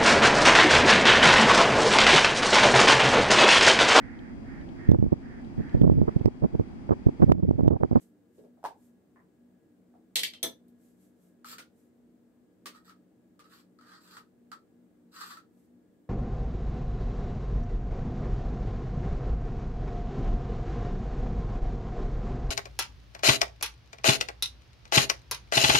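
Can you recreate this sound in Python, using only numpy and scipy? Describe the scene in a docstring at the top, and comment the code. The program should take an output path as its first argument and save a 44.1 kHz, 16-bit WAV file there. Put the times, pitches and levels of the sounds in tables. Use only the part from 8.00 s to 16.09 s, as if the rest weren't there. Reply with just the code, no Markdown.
"""An appliance hums in a small kitchen, with faint swells of high hiss; fingers bump a plastic lid.
The lid pops off a metal can of baking powder, thumping like a small drum as it slips over the rim.
Two steel measuring spoons clatter as one is picked up and the other drops back on a wooden board.
The spoon then knocks in the hollow can, digs through the powder and is scraped level on the rim,
the grains sticking and slipping under it in a gritty hiss."""
import sys
import numpy as np
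from scipy import signal
from scipy.fft import rfft, irfft, next_fast_len
from scipy.io import wavfile
from scipy.ndimage import uniform_filter1d, map_coordinates

SR = 44100
rng = np.random.default_rng(int(sys.argv[2]) if len(sys.argv) > 2 else 0)


def wrap_up_sound(samples):
    """Save the sound to the file named by the first command line argument, as 16-bit audio."""
    columns = np.atleast_2d(samples).T
    # keep every value between -1 and 1, then stretch to whole-number steps
    tamed = np.clip(columns, -1, 1)
    steps = np.round(tamed * 32767).astype(np.int16)
    wavfile.write(sys.argv[1], SR, steps)


N = 356769
TIME = np.arange(N) / SR
RING_TIME = np.arange(SR // 2) / SR  # half a second for a ring or a room tail


def amp(db):
    """Decibels to gain."""
    return 10 ** (np.asarray(db) / 20)


def unit(x):
    """Scale to rms 1."""
    return x / np.sqrt(np.mean(x ** 2) + 1e-20)


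def curve(points, hz):
    """Read a curve of (f/Hz, value) points on a log frequency axis."""
    freqs, values = np.transpose(points)
    return np.interp(np.log(hz + 1), np.log(freqs), values)


def wobble(rate):
    """A smooth random modulator, rate knots a second."""
    return map_coordinates(rng.standard_normal(int(N * rate / SR) + 4), [TIME * rate])


def filtered(x, response):
    """EQ x with a gain that depends on frequency."""
    n = x.shape[-1]
    padded = next_fast_len(n + SR // 4)
    return irfft(rfft(x, padded) * response(np.fft.rfftfreq(padded, 1 / SR)), padded)[..., :n]


def resonances(modes, hz):
    """Gain of a body whose modes (f/Hz, width/Hz, level/dB) add in power."""
    return np.sqrt(sum(amp(db) ** 2 * (hz * width) ** 2 / ((f * f - hz * hz) ** 2 + (hz * width) ** 2)
                       for f, width, db in modes))


def contact(modes, spread_db=2):
    """Each point of contact excites the modes at new strengths."""
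    return [(f, width, db + spread_db * rng.standard_normal()) for f, width, db in modes]


def low_cut(hz, corner_hz):
    """Small things radiate little below their corner frequency."""
    return hz ** 2 / np.sqrt(hz ** 4 + corner_hz ** 4)


def strike(gain):
    """The minimum-phase ring, of energy 1, of a body with this gain over frequency."""
    n = len(RING_TIME)
    cepstrum = irfft(np.log(gain(np.fft.rfftfreq(n, 1 / SR)) + 1e-5), n)
    causal = 2 * cepstrum[:n // 2] * (np.arange(n // 2) > 0)
    ring = irfft(np.exp(rfft(causal, n)), n)
    return ring / np.linalg.norm(ring)


def add(track, s, sound):
    """Mix a sound in at s seconds."""
    part = track[:, round(s * SR):][:, :sound.shape[1]]
    part += sound[:, :part.shape[1]]


# stereo image of diffuse sound: f/Hz, left-right correlation
CORRELATION = [(60, .6), (200, 0.63), (500, 0.61), (1200, 0.1), (3000, 0.075)]
def diffuse(size):
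    """Stereo noise, narrow in the bass and wide in the treble."""
    def mid_side_gains(hz):
        angle = np.arccos(np.clip(curve(CORRELATION, hz), -1, 1)) / 2
        return np.array([np.cos(angle), np.sin(angle)])
    mid, side = filtered(rng.standard_normal((2, size)), mid_side_gains)
    return np.array([mid + side, mid - side])


# the kitchen's decay: f/Hz, t60/s
KITCHEN_DECAY = [(200, 0.31), (550, .24), (1400, 0.17), (3700, 0.18), (10000, 0.15), (16000, 0.15)]
def room(x, wet_db, near_db, build_s=0.006, near_s=0.005):
    """Direct sound, a quick scatter from the counter close by, then a fresh kitchen tail."""
    size = len(RING_TIME)
    hz, t, bands = signal.stft(diffuse(size), SR, nperseg=256)
    decay = amp(-60 * t / curve(KITCHEN_DECAY, hz)[:, None])
    tail = signal.istft(bands * decay, SR, nperseg=256)[1][:, :size]
    tail *= 1 - np.exp(-(RING_TIME / build_s) ** 2)
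    near = diffuse(size) * np.exp(-(RING_TIME / near_s) ** 2)
    path = (amp(wet_db) * unit(tail) + amp(near_db) * unit(near)) / np.sqrt(size)
    path[:, 0] += 1  # direct sound
    path[0] = np.roll(path[0], shift=4)  # the left ear is farther away
    energy = 1 + amp(wet_db) ** 2 + amp(near_db) ** 2
    return signal.fftconvolve(x[None], path, axes=1) / np.sqrt(energy)


# EQ of the fan's rush: f/Hz, level/dB
FAN_EQ = [(25, -40), (45, -32), (100, -14.5), (150, -15.5), (230, -8), (320, -10.5), (600, -20.5),
          (1000, -32.5), (1700, -34.5), (2600, -41.5), (5800, -46.5), (8000, -42.5), (10500, -48.5),
          (15500, -44.5)]
# motor tones: f/Hz, level/dB
MOTOR_TONES = [(60, -93), (183, -71.5), (241, -67), (296, -75), (323, -76), (366, -85), (460, -80.5),
               (1663, -94)]
def appliance(fan_db=-65.5, hum_gain_db=-1, waver=0.66, pan_left_db=0.63):
    """The bed: a fan's soft rush and its wavering motor tones."""
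    fan = amp(fan_db) * unit(filtered(diffuse(N), lambda hz: amp(curve(FAN_EQ, hz))))
    hum = np.zeros(N)
    for hz, db in MOTOR_TONES:
        level = amp(db + hum_gain_db) * np.sqrt(2) * (1 + waver * wobble(12))
        hum += level * np.sin(2 * np.pi * hz * TIME + 2 * waver * wobble(7))
    return (fan + hum) * amp([[pan_left_db], [-pan_left_db]])


# faint soft swells of high hiss: t/s, level/dB
SWELLS = [(.01, -70.5), (.395, -77), (.838, -75), (2.87, -73.5), (3.04, -73), (3.248, -75), (3.811, -76.5),
          (7.6, -80)]
# EQ of that hiss: f/Hz, level/dB
SWELL_EQ = [(1500, -11), (5000, -12), (8000, -3), (10000, -8), (12500, -3), (16000, -22)]
def hiss_swells(half_length_s=0.067):
    """High hiss fades softly in and out with a slight flutter."""
    swell = sum(amp(db) * np.exp(-((TIME - s) / half_length_s) ** 2) for s, db in SWELLS)
    flutter = amp(1.5 * wobble(35))
    hiss = unit(filtered(diffuse(N), lambda hz: amp(curve(SWELL_EQ, hz))))
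    return swell * flutter * hiss


def thump(pitch, overtone_db, width_hz, overtone_ratio=1.75, cutoff_ratio=0.96):
    """A soft hit on a small panel: one damped mode and its overtone, low-passed."""
    modes = [(pitch, width_hz, 0), (overtone_ratio * pitch, 2 * width_hz, overtone_db)]
    return strike(lambda hz: resonances(modes, hz) / np.sqrt(1 + (hz / (cutoff_ratio * pitch)) ** 4))


# fingers bump the lid or the board: t/s, level/dB, f/Hz
TAPS = [(0.382, -34.5, 430), (0.4389, -38.5, 525), (.573, -48, 730), (1.16, -43.5, 1044),
        (1.192, -47, 1036), (1.94, -44, 753)]
# EQ of the rim's tick, shared by taps, lid and knocks: f/Hz, level/dB
RIM_EQ = [(150, -29), (300, 1), (800, -16.5), (1900, -3), (3300, -6), (5000, -7), (7300, -12.5),
          (9000, -9.5), (11000, -18), (13500, -14), (16000, -17)]
def finger_taps(gain_db=11, overtone_db_at_1khz=1, overtone_db_per_octave=22, tick_db=-22):
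    """Dull finger bumps; the stiffer the spot, the higher its pitch and the stronger its overtone."""
    out = np.zeros((2, N))
    tick = strike(lambda hz: amp(curve(RIM_EQ, hz)))
    for s, db, pitch in TAPS:
        overtone_db = overtone_db_at_1khz + overtone_db_per_octave * np.log2(pitch / 1000)
        bump = thump(pitch, overtone_db, width_hz=130) + amp(tick_db) * tick
        add(out, s, amp(db + gain_db) * room(bump, wet_db=7, near_db=-4.5))
    return out


# the lid's bead slips over the rim in one quick run: t/s, level/dB, f/Hz of the flexing lid
LID_SLIPS = [(.63, -40.5, 845), (.6409, -21, 723), (0.648, -22.5, 1014), (.652, -16.5, 918),
             (0.6592, -18.5, 912), (.687, -31, 885)]
def lid_pop(gain_db=11, tick_db=-17, cavity_db=-16, cavity_hz=898, cavity_t60_s=0.17):
    """Each slip drums the lid and ticks the rim; slips near the pitch of the can's air set it ringing."""
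    out = np.zeros((2, N))
    tick = strike(lambda hz: amp(curve(RIM_EQ, hz)))
    cavity = np.sin(2 * np.pi * cavity_hz * RING_TIME) * amp(-60 * RING_TIME / cavity_t60_s)
    cavity /= np.linalg.norm(cavity)
    for s, db, pitch in LID_SLIPS:
        coupling = amp(cavity_db) * resonances([(pitch, 130, 0)], cavity_hz)
        drum = thump(pitch, overtone_db=-12, width_hz=94) + coupling * cavity
        add(out, s, amp(db + gain_db) * room(drum, wet_db=-7.5, near_db=-12, build_s=0.0053))
        add(out, s, amp(db + gain_db + tick_db) * room(tick, wet_db=4, near_db=2.5))
    return out


# the spoons clash: t/s, level/dB, treble tilt/(dB per octave), bowl layer/dB, loss per rebound/dB
CLASHES = [(2.1564, -6, -1.5, -18, 2), (2.2339, -9, -1.5, -3, 13.5), (2.3363, -27.5, -9, -23, 18),
           (2.682, -53.5, 11, -30, 12)]
# modes of the two spoons touching: f/Hz, width/Hz, level/dB
PAIR_MODES = [(408, 270, -18.5), (2050, 83, -10), (2723, 230, -6), (3136, 35, 7), (3460, 530, -0.5),
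              (3884, 44, 0.5), (4230, 110, 1.5), (5240, 730, -10.5), (6320, 2300, -12), (7700, 210, -7),
              (8240, 340, -7), (10250, 1100, -11), (11640, 190, -4.5), (13000, 900, -15), (14716, 400, -16)]
# modes of their nested bowls: f/Hz, width/Hz, level/dB
BOWL_MODES = [(1920, 240, -3.5), (2332, 60, -4.5), (2300, 130, -2.5), (3400, 70, -3.5), (4540, 49.6, 2.5),
              (4603, 24, 6), (5100, 40, -9.5)]
def spoon_clatter(gain_db=9, hits=4, first_gap_s=0.0028, gap_growth=3):
    """Each clash chatters on in weaker, ever slower rebounds as the spoons part."""
    out = np.zeros((2, N))
    bowls = strike(lambda hz: resonances(BOWL_MODES, hz) * low_cut(hz, corner_hz=1793))
    for s, db, tilt, bowls_db, loss_db in CLASHES:
        for k in range(hits):
            modes = contact(PAIR_MODES)
            ring = strike(lambda hz: resonances(modes, hz) * amp(tilt * np.log2(1 + hz / 2000)))
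            clash = room(ring + amp(bowls_db) * bowls, wet_db=10, near_db=9.5)
            delay = first_gap_s * np.sum(gap_growth ** np.arange(k))
            add(out, s + delay, amp(db + gain_db - k * loss_db) * clash)
    return out


# the spare spoon lands and bounces: t/s, steel level/dB, board level/dB
BOUNCES = [(2.429, -7.5, -25), (2.431, -12, -24), (2.4413, -28, -17.5)]
# modes of the free spoon: f/Hz, width/Hz, level/dB
SPOON_MODES = [(2110, 240, -9.5), (3480, 150, 5.5), (3640, 280, -9), (4050, 210, -4), (5320, 140, -7),
               (6080, 75, 5), (8070, 170, -3.5), (10290, 95, 1.5), (12480, 260, -2.5), (14400, 200, -3.5)]
# modes of the board: f/Hz, width/Hz, level/dB
BOARD_MODES = [(237.5, 36, -0.5), (312, 61, 2.5), (497, 53, -0.5), (665, 33, 1.5), (980, 120, -8.5),
               (1313, 110, -9), (1717, 65, -3.5)]
def spoon_drop(gain_db=9):
    """The free spoon rings bright over the low knock of the wooden board."""
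    out = np.zeros((2, N))
    steel = strike(lambda hz: resonances(SPOON_MODES, hz))
    wood = strike(lambda hz: resonances(BOARD_MODES, hz))
    for s, steel_db, board_db in BOUNCES:
        hit = amp(steel_db) * steel + amp(board_db) * wood
        add(out, s, amp(gain_db) * room(hit, wet_db=13, near_db=11))
    return out


# modes of the metal can: f/Hz, width/Hz, level/dB
CAN_MODES = [(866, 64, -11), (1191, 125, -2), (1380, 430, -4.5), (1860, 60, -3.5), (3970, 120, -14.5),
             (4510, 360, -11), (7600, 150, -16), (12580, 250, -40)]
def can_ring(air_hz, air_width_hz, air_db, dip_hz=2500, dip_db=-9):
    """The can and the air above the powder ring: thin bass, a scoop between air and wall modes."""
    modes = contact(CAN_MODES) + [(air_hz, air_width_hz, air_db)]
    dip = lambda hz: amp(dip_db * np.exp(-(5 * (hz / dip_hz - 1)) ** 2))
    return strike(lambda hz: resonances(modes, hz) * low_cut(hz, corner_hz=1000) * dip(hz))


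def push(t, length, peak, swell_db, attack_share=0.18, release_s=0.0087):
    """A stroke's envelope t seconds in: it bites, swells to its hardest push, eases and lets go."""
    slack = np.interp(t / length, [0, peak, 1], [1, 0, 1])
    attack = np.clip(t / (attack_share * length), 0, 1)
    release = np.clip((length - t) / release_s, 0, 1)
    return amp(-swell_db * slack) * attack * release


# strokes through the powder and along the rim:
# t/s, length/s, hardest push as share of the length, can wall level/dB, grit level/dB
STROKES = [(3.442, 0.094, 0.79, -54, -46), (4.713, 0.076, 0.54, -56.5, -69),
           (4.836, 0.059, 0.68, -57.5, -65.5), (5.41, 0.09, 0.37, -64, -78),
           (5.478, 0.14, 0.34, -58, -63.5), (5.777, .24, 0.63, -54.5, -80),
           (5.981, 0.215, 0.76, -54.5, -62.5), (7.11, 0.18, .62, -43.5, -54.5),
           (7.252, 0.11, 0.53, -46.5, -57)]
# EQ of the grit: f/Hz, level/dB
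GRIT_EQ = [(500, -12.5), (1000, -6.5), (1800, -9), (2400, -2.5), (3400, -4.5), (4700, 1), (6100, -9.5),
           (7700, 2), (9800, -14), (12600, 0), (14000, -16), (16000, -3.5)]
def powder_scrapes(slips_per_s=2000, judder_db=3, wall_gain_db=1.5):
    """Powder grains stick and slip under the spoon: a gritty hiss that also shakes the can."""
    out = np.zeros((2, N))
    step = SR // 25
    slips = (rng.random(N) < slips_per_s / SR) * rng.standard_normal(N)
    slips *= amp(judder_db * wobble(130))
    # keep the grain crackle at a steady level before each stroke shapes it
    slips /= np.sqrt(np.abs(uniform_filter1d(slips ** 2, step)) + 1e-9)
    grit = strike(lambda hz: amp(curve(GRIT_EQ, hz)))[:step]
    for s, length, peak, wall_db, grit_db in STROKES:
        for start in range(round(s * SR), round((s + length) * SR), step):
            t, grains = TIME[start:start + step] - s, slips[start:start + step]
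            # the contact point moves on and the colour shifts
            wall = can_ring(air_hz=1276, air_width_hz=70, air_db=3.6)[:step]
            rub = signal.fftconvolve(push(t, length, peak, swell_db=17.5) * grains, wall)
            hiss = signal.fftconvolve(push(t, length, peak, swell_db=5.5) * grains, grit)
            scrape = amp(wall_db + wall_gain_db) * rub + amp(grit_db) * hiss
            add(out, start / SR, room(scrape, wet_db=5.5, near_db=1))
    return out


# the spoon knocks in the can: t/s, ring level/dB, f/Hz of the air above the powder, click level/dB
KNOCKS = [(3.4455, -27.5, 1257, -46), (3.526, -28.5, 1306, -36), (3.583, -29, 1430, -27.5),
          (4.658, -28, 1172, -22.5), (4.895, -35, 1283, -44.5), (5.393, -38.5, 1205, -41),
          (5.788, -41.5, 1293, -70), (5.811, -40, 1234, -60), (6.169, -27.5, 1271, -39.5),
          (6.517, -23.5, 1308, -39), (7.371, -31.5, 1320, -43.5)]
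def can_knocks(gain_db=10):
    """The spoon rings the can and clicks on the rim; its depth in the opening tunes the air inside."""
    out = np.zeros((2, N))
    click = strike(lambda hz: amp(curve(RIM_EQ, hz)) * low_cut(hz, corner_hz=345))
    for s, ring_db, air_hz, click_db in KNOCKS:
        ring = can_ring(air_hz, air_width_hz=55, air_db=12)
        add(out, s, amp(gain_db + ring_db) * room(ring, wet_db=5, near_db=3))
        add(out, s, amp(gain_db + click_db) * room(click, wet_db=16, near_db=10))
    return out


def scene():
    """The action at the counter over the appliance's bed."""
    return (appliance() + hiss_swells() + finger_taps() + lid_pop()
            + spoon_clatter() + spoon_drop() + powder_scrapes() + can_knocks())


def record(dry):
    """A steep high cut at 15.7 kHz on the whole mix."""
    return filtered(dry, lambda hz: 1 / (1 + (hz / 15700) ** 200))


dry = scene()
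out = record(dry)
wrap_up_sound(out)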